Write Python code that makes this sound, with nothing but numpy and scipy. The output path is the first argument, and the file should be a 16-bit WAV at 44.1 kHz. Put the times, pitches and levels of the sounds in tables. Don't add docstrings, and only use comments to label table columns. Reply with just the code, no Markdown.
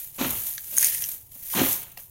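import sys
import numpy as np
from scipy import signal
from scipy.fft import rfft, irfft
from scipy.io import wavfile

SR = 44100
rng = np.random.default_rng(int(sys.argv[2]) if len(sys.argv) > 2 else 0)


def digitize_waveform(pressure):
    field = np.atleast_2d(pressure).T
    bounded = np.clip(field, -1, 1)
    quanta = np.round(bounded * 32767).astype(np.int16)
    wavfile.write(sys.argv[1], SR, quanta)


N = 92610
T = np.arange(N) / SR


def from_db(db):
    return 10 ** (np.asarray(db) / 20)


def unit_rms(x):
    return x / np.sqrt(np.mean(x ** 2) + 1e-20)


def butter(x, order, hz, kind):
    return signal.sosfilt(signal.butter(order, hz, kind, fs=SR, output="sos"), x)


def colour(x, spectrum):
    hz, db = np.transpose(spectrum)
    size = 2 * N
    bin_hz = np.maximum(np.arange(N + 1) * SR / size, 1)
    gain = unit_rms(from_db(np.interp(np.log(bin_hz), np.log(hz), db)))
    cepstrum = irfft(np.log(gain))
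    cepstrum[1:N] *= 2
    cepstrum[N + 1:] = 0
    return irfft(rfft(x, size) * np.exp(rfft(cepstrum)))[:N]


def resonate(x, hz, width_hz):
    r = np.exp(-np.pi * width_hz / SR)
    feedback = [1, -2 * r * np.cos(2 * np.pi * hz / SR), r * r]
    return signal.lfilter(np.sqrt((1 - r * r) / 2) * np.array([1, 0, -1]), feedback, x)


def bursts(rows, t60_s):
    return sum((T >= s) * from_db(db - 60 * np.maximum(T - s, 0) / t60_s) for s, db in rows)


def strokes(rows, fade_db_per_s):
    out = 0
    for start_s, rise_s, hold_s, db in rows:
        age_s = T - start_s
        bite = np.clip(age_s / 0.0048, 0, 1)
        swell_db = -8 * np.clip(1 - age_s / rise_s, 0, 1)
        fade_db = fade_db_per_s * np.maximum(age_s - rise_s - hold_s, 0)
        out += bite * from_db(db + swell_db - fade_db)
    return out


def impacts(per_s, spread_db, grain_s):
    hits = rng.random(N) < per_s / SR
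    energy = from_db(spread_db * np.minimum(rng.exponential(1, N), 4)) ** 2
    power = signal.lfilter([1], [1, -np.exp(-1 / (grain_s * SR))], hits * energy + 1e-12)
    return power / power.mean()


def grains(per_s, spread_db, grain_s, wide_share):
    edges_hz = [30, 700, 1500, 2700, 4200, 6000, 8000, 10000, 12000, 14000, 17000]
    wide = impacts(per_s, spread_db, grain_s)
    out = 0
    for band_hz in zip(edges_hz, edges_hz[1:]):
        narrow = impacts(per_s / 2, spread_db, 2 * grain_s)
        power = wide_share * wide + (1 - wide_share) * narrow
        out += butter(np.sqrt(power) * rng.standard_normal(N), 2, band_hz, "band")
    return unit_rms(out)


def ring(rows, modes):
    out = np.zeros(N)
    for s, db in rows:
        age_s = np.maximum(T - s, 0)
        for hz, mode_db, t60_s in modes:
            pitch_hz = hz * rng.normal(1, .006)
            level_db = rng.normal(db + mode_db, 1)
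            out += from_db(level_db - 60 * age_s / t60_s) * np.sin(2 * np.pi * pitch_hz * age_s)
    return out


# (frequency [Hz], relative density [dB])
YARD_SPECTRUM = [(20, 0), (45, -4), (100, 1.5), (170, -7.5), (300, -18), (1000, -21.5), (4000, -73),
                 (15000, -30)]

def yard():
    return from_db(-58) * colour(rng.standard_normal(N), YARD_SPECTRUM)


def echo(x):
    scatter = rng.standard_normal(N) * bursts([(.004, 0)], t60_s=0.13)
    return from_db(-13.5) * signal.fftconvolve(x, scatter / np.linalg.norm(scatter))[:N]


# (start [s], rise [s], hold [s], level [dB])
SLUMPS = [(0.23, 0.039, 0.097, -45), (0.798, 0.064, 0.18, -56), (1.585, .03, .05, -40)]
# (frequency [Hz], relative density [dB])
SLUMP_SPECTRUM = [(35, -5.5), (72, -1), (110, 4), (170, -8), (300, -18), (1500, -64)]

def slumps():
    return colour(strokes(SLUMPS, fade_db_per_s=131) * rng.standard_normal(N), SLUMP_SPECTRUM)


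# (time [s], scuff [dB], crumbs [dB])
STEPS = [(0.724, -42, -58), (0.736, -49.5, -60), (1.354, -53.5, -63), (1.972, -50.5, -51)]
# (frequency [Hz], relative density [dB])
SCUFF_SPECTRUM = [(100, -19), (230, 7.5), (370, -16), (550, 2.5), (780, -9.5), (1100, -18.5), (3000, -17.5)]
# (frequency [Hz], relative density [dB])
CRUMB_SPECTRUM = [(150, -3.5), (400, 1), (750, 1), (1150, 0), (1800, -2.5), (2600, 1), (4200, -2.5),
                  (5000, -14), (6500, -3), (9000, -22.5), (15000, -32)]

def steps():
    scuff = bursts([(s, db) for s, db, _ in STEPS], t60_s=.11) * rng.standard_normal(N)
    crunch = bursts([(s, db) for s, _, db in STEPS], t60_s=.2)
    crunch *= grains(per_s=420, spread_db=3, grain_s=0.00037, wide_share=0.28)
    return colour(scuff, SCUFF_SPECTRUM) + colour(crunch, CRUMB_SPECTRUM)


# (time [s], body [Hz], body level [dB], crack [Hz], crack level [dB])
SNAPS = [(.149, 3350, -72, 4500, -55), (0.5804, 1680, -41, 3980, -37), (0.5797, 1800, -36, 5940, -35),
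         (.7775, 1670, -28.5, 3200, -36), (0.8286, 1870, -34.5, 2500, -35),
         (1.0397, 3070, -34.5, 5730, -29.5), (1.534, 1030, -38.5, 3070, -37), (1.540, 990, -34, 1500, -44),
         (1.973, 734, -40.5, 1820, -43), (1.9749, 2670, -42.5, 4740, -42.5)]

def twigs():
    out = 0
    for s, body_hz, body_db, crack_hz, crack_db in SNAPS:
        fibres = bursts([(s, 0)], t60_s=.012) * rng.standard_normal(N)
        body = from_db(body_db) * resonate(fibres, body_hz, width_hz=200)
        crack = from_db(crack_db) * resonate(fibres, crack_hz, width_hz=.2 * crack_hz)
        out += butter(2 * (body + crack), 2, [body_hz / 2, 2 * crack_hz], "band")
    return out


# (time [s], level [dB])
TICKS = [(.159, -37), (.3055, -17.5), (.466, -23), (1.021, -20), (1.088, -21.5), (1.116, -25),
         (1.319, -39.5), (1.348, -44), (1.829, -33), (1.917, -39), (1.974, -33)]
# (frequency [Hz], relative density [dB])
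GRIT_SPECTRUM = [(200, -24), (500, -17), (1200, -22.5), (1900, -15), (3500, -14), (5000, -15.5), (6500, -7),
                 (8000, -9.5), (9200, -4.5), (11500, 0), (13300, 3.5), (15700, -1.5)]

def ticks():
    return colour(bursts(TICKS, t60_s=0.043) * rng.standard_normal(N), GRIT_SPECTRUM)


# (time [s], level [dB])
SPRAY_ENVELOPE = [(0.01, -34), (0.13, -46.5), (0.22, -29.5), (0.46, -30.5), (0.47, -27), (0.5, -30.5),
                  (0.62, -40), (0.76, -30), (0.78, -25), (0.79, -26.5), (0.83, -21), (1.01, -32.5),
                  (1.03, -34), (1.05, -31.5), (1.15, -36), (1.2, -46), (1.29, -53.5), (1.35, -41.5),
                  (1.37, -44.5), (1.5, -33), (1.55, -26.5), (1.72, -21.5), (1.85, -43.5), (1.96, -53.5),
                  (2.0, -39.5), (2.09, -53.5)]

def spray():
    s, db = np.transpose(SPRAY_ENVELOPE)
    envelope = from_db(np.interp(T, s, db) - 0.5)
    fine = grains(per_s=5400, spread_db=5.0, grain_s=0.0004, wide_share=0.52)
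    coarse = np.sqrt(impacts(per_s=110, spread_db=4.5, grain_s=0.0002)) * rng.standard_normal(N)
    return colour((fine + from_db(-9.5) * coarse) * envelope, GRIT_SPECTRUM)


# (start [s], rise [s], hold [s], level [dB])
GRAVEL_STROKES = [(0.789, 0.037, 0.016, -25), (0.874, .005, .008, -38.5), (0.918, 0.0076, 0.0099, -33.5),
                  (1.002, .006, .01, -38.5), (1.438, .008, .008, -55), (1.496, .008, 0.014, -38.5)]
# (frequency [Hz], relative density [dB])
GRAVEL_SPECTRUM = [(300, -38), (700, -15), (1200, -23), (1750, 1), (2500, -0.5), (4000, -7), (5200, 1.5),
                   (6500, 6.5), (7800, -5.5), (9200, 10.5), (12000, 5.5), (15500, -4.5)]
# (time [s], level [dB])
CLINKS = [(.7685, -13), (.776, -13), (.7829, -3.5), (.809, -13), (.8275, -11.5), (.8453, -5.5), (.901, -29)]
# (frequency [Hz], level [dB], t60 [s])
PEBBLE_MODES = [(6530, -5, .018), (9200, -0.5, 0.011), (10150, -6, 0.01), (11020, -7, 0.018),
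                (14950, -8, 0.02)]

def gravel(clink_rise_s=0.00022):
    drag = strokes(GRAVEL_STROKES, fade_db_per_s=190)
    rattle = drag * grains(per_s=420, spread_db=3.5, grain_s=0.00047, wide_share=0.5)
    clinks = sum(np.clip((T - s) / clink_rise_s, 0, 1) * ring([(s, db)], PEBBLE_MODES)
                 for s, db in CLINKS)
    return colour(rattle, GRAVEL_SPECTRUM) + butter(clinks, 3, 5000, "high")


# (start [s], rise [s], hold [s], thud [dB], crumbs [dB])
RAKES = [(0.181, 0.024, 0.04, -28.5, -33), (1.546, 0.028, 0.033, -25.5, -28.5)]
# (frequency [Hz], relative density [dB])
THUD_SPECTRUM = [(40, -51.5), (90, -10), (160, -3), (250, 7.5), (360, -9.5), (480, -17.5), (1000, -11),
                 (3000, -35.5)]
# (time [s], thud [dB], crumbs [dB])
CLODS = [(0.2128, -25.5, -26.5), (.247, -30.5, -34), (1.5926, -25, -26.5), (1.616, -18.5, -50),
         (1.651, -30.5, -41), (1.666, -31.5, -30)]
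# (frequency [Hz], level [dB], t60 [s])
GROUND_MODES = [(175, -5, 0.041), (241.6, -3.5, 0.056), (329, -1.5, 0.12), (374, -9.5, 0.15),
                (522, -7, 0.13)]

def rakes():
    clods = ring([(s, db) for s, db, _ in CLODS], GROUND_MODES)
    thud = strokes([(*timing, db) for *timing, db, _ in RAKES], fade_db_per_s=238)
    thud *= rng.standard_normal(N)
    crumbs = strokes([(*timing, db) for *timing, _, db in RAKES], fade_db_per_s=105.5)
    crumbs += bursts([(s, db) for s, _, db in CLODS], t60_s=0.021)
    crumbs *= grains(per_s=1300, spread_db=2, grain_s=0.0005, wide_share=0.48)
    return colour(thud, THUD_SPECTRUM) + butter(clods, 2, 130, "high") + colour(crumbs, CRUMB_SPECTRUM)


def scene():
    digging = spray() + rakes() + steps() + slumps() + gravel() + twigs() + ticks()
    return (digging + echo(digging) + yard())[None]


def record(dry):
    peak_limit, cutoff_hz = .92, 15850
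    rounded = dry / (1 + (dry / peak_limit) ** 6) ** (1 / 6)
    return signal.sosfilt(signal.ellip(12, .1, 90, cutoff_hz, fs=SR, output="sos"), rounded)


dry = scene()
out = record(dry)
digitize_waveform(out)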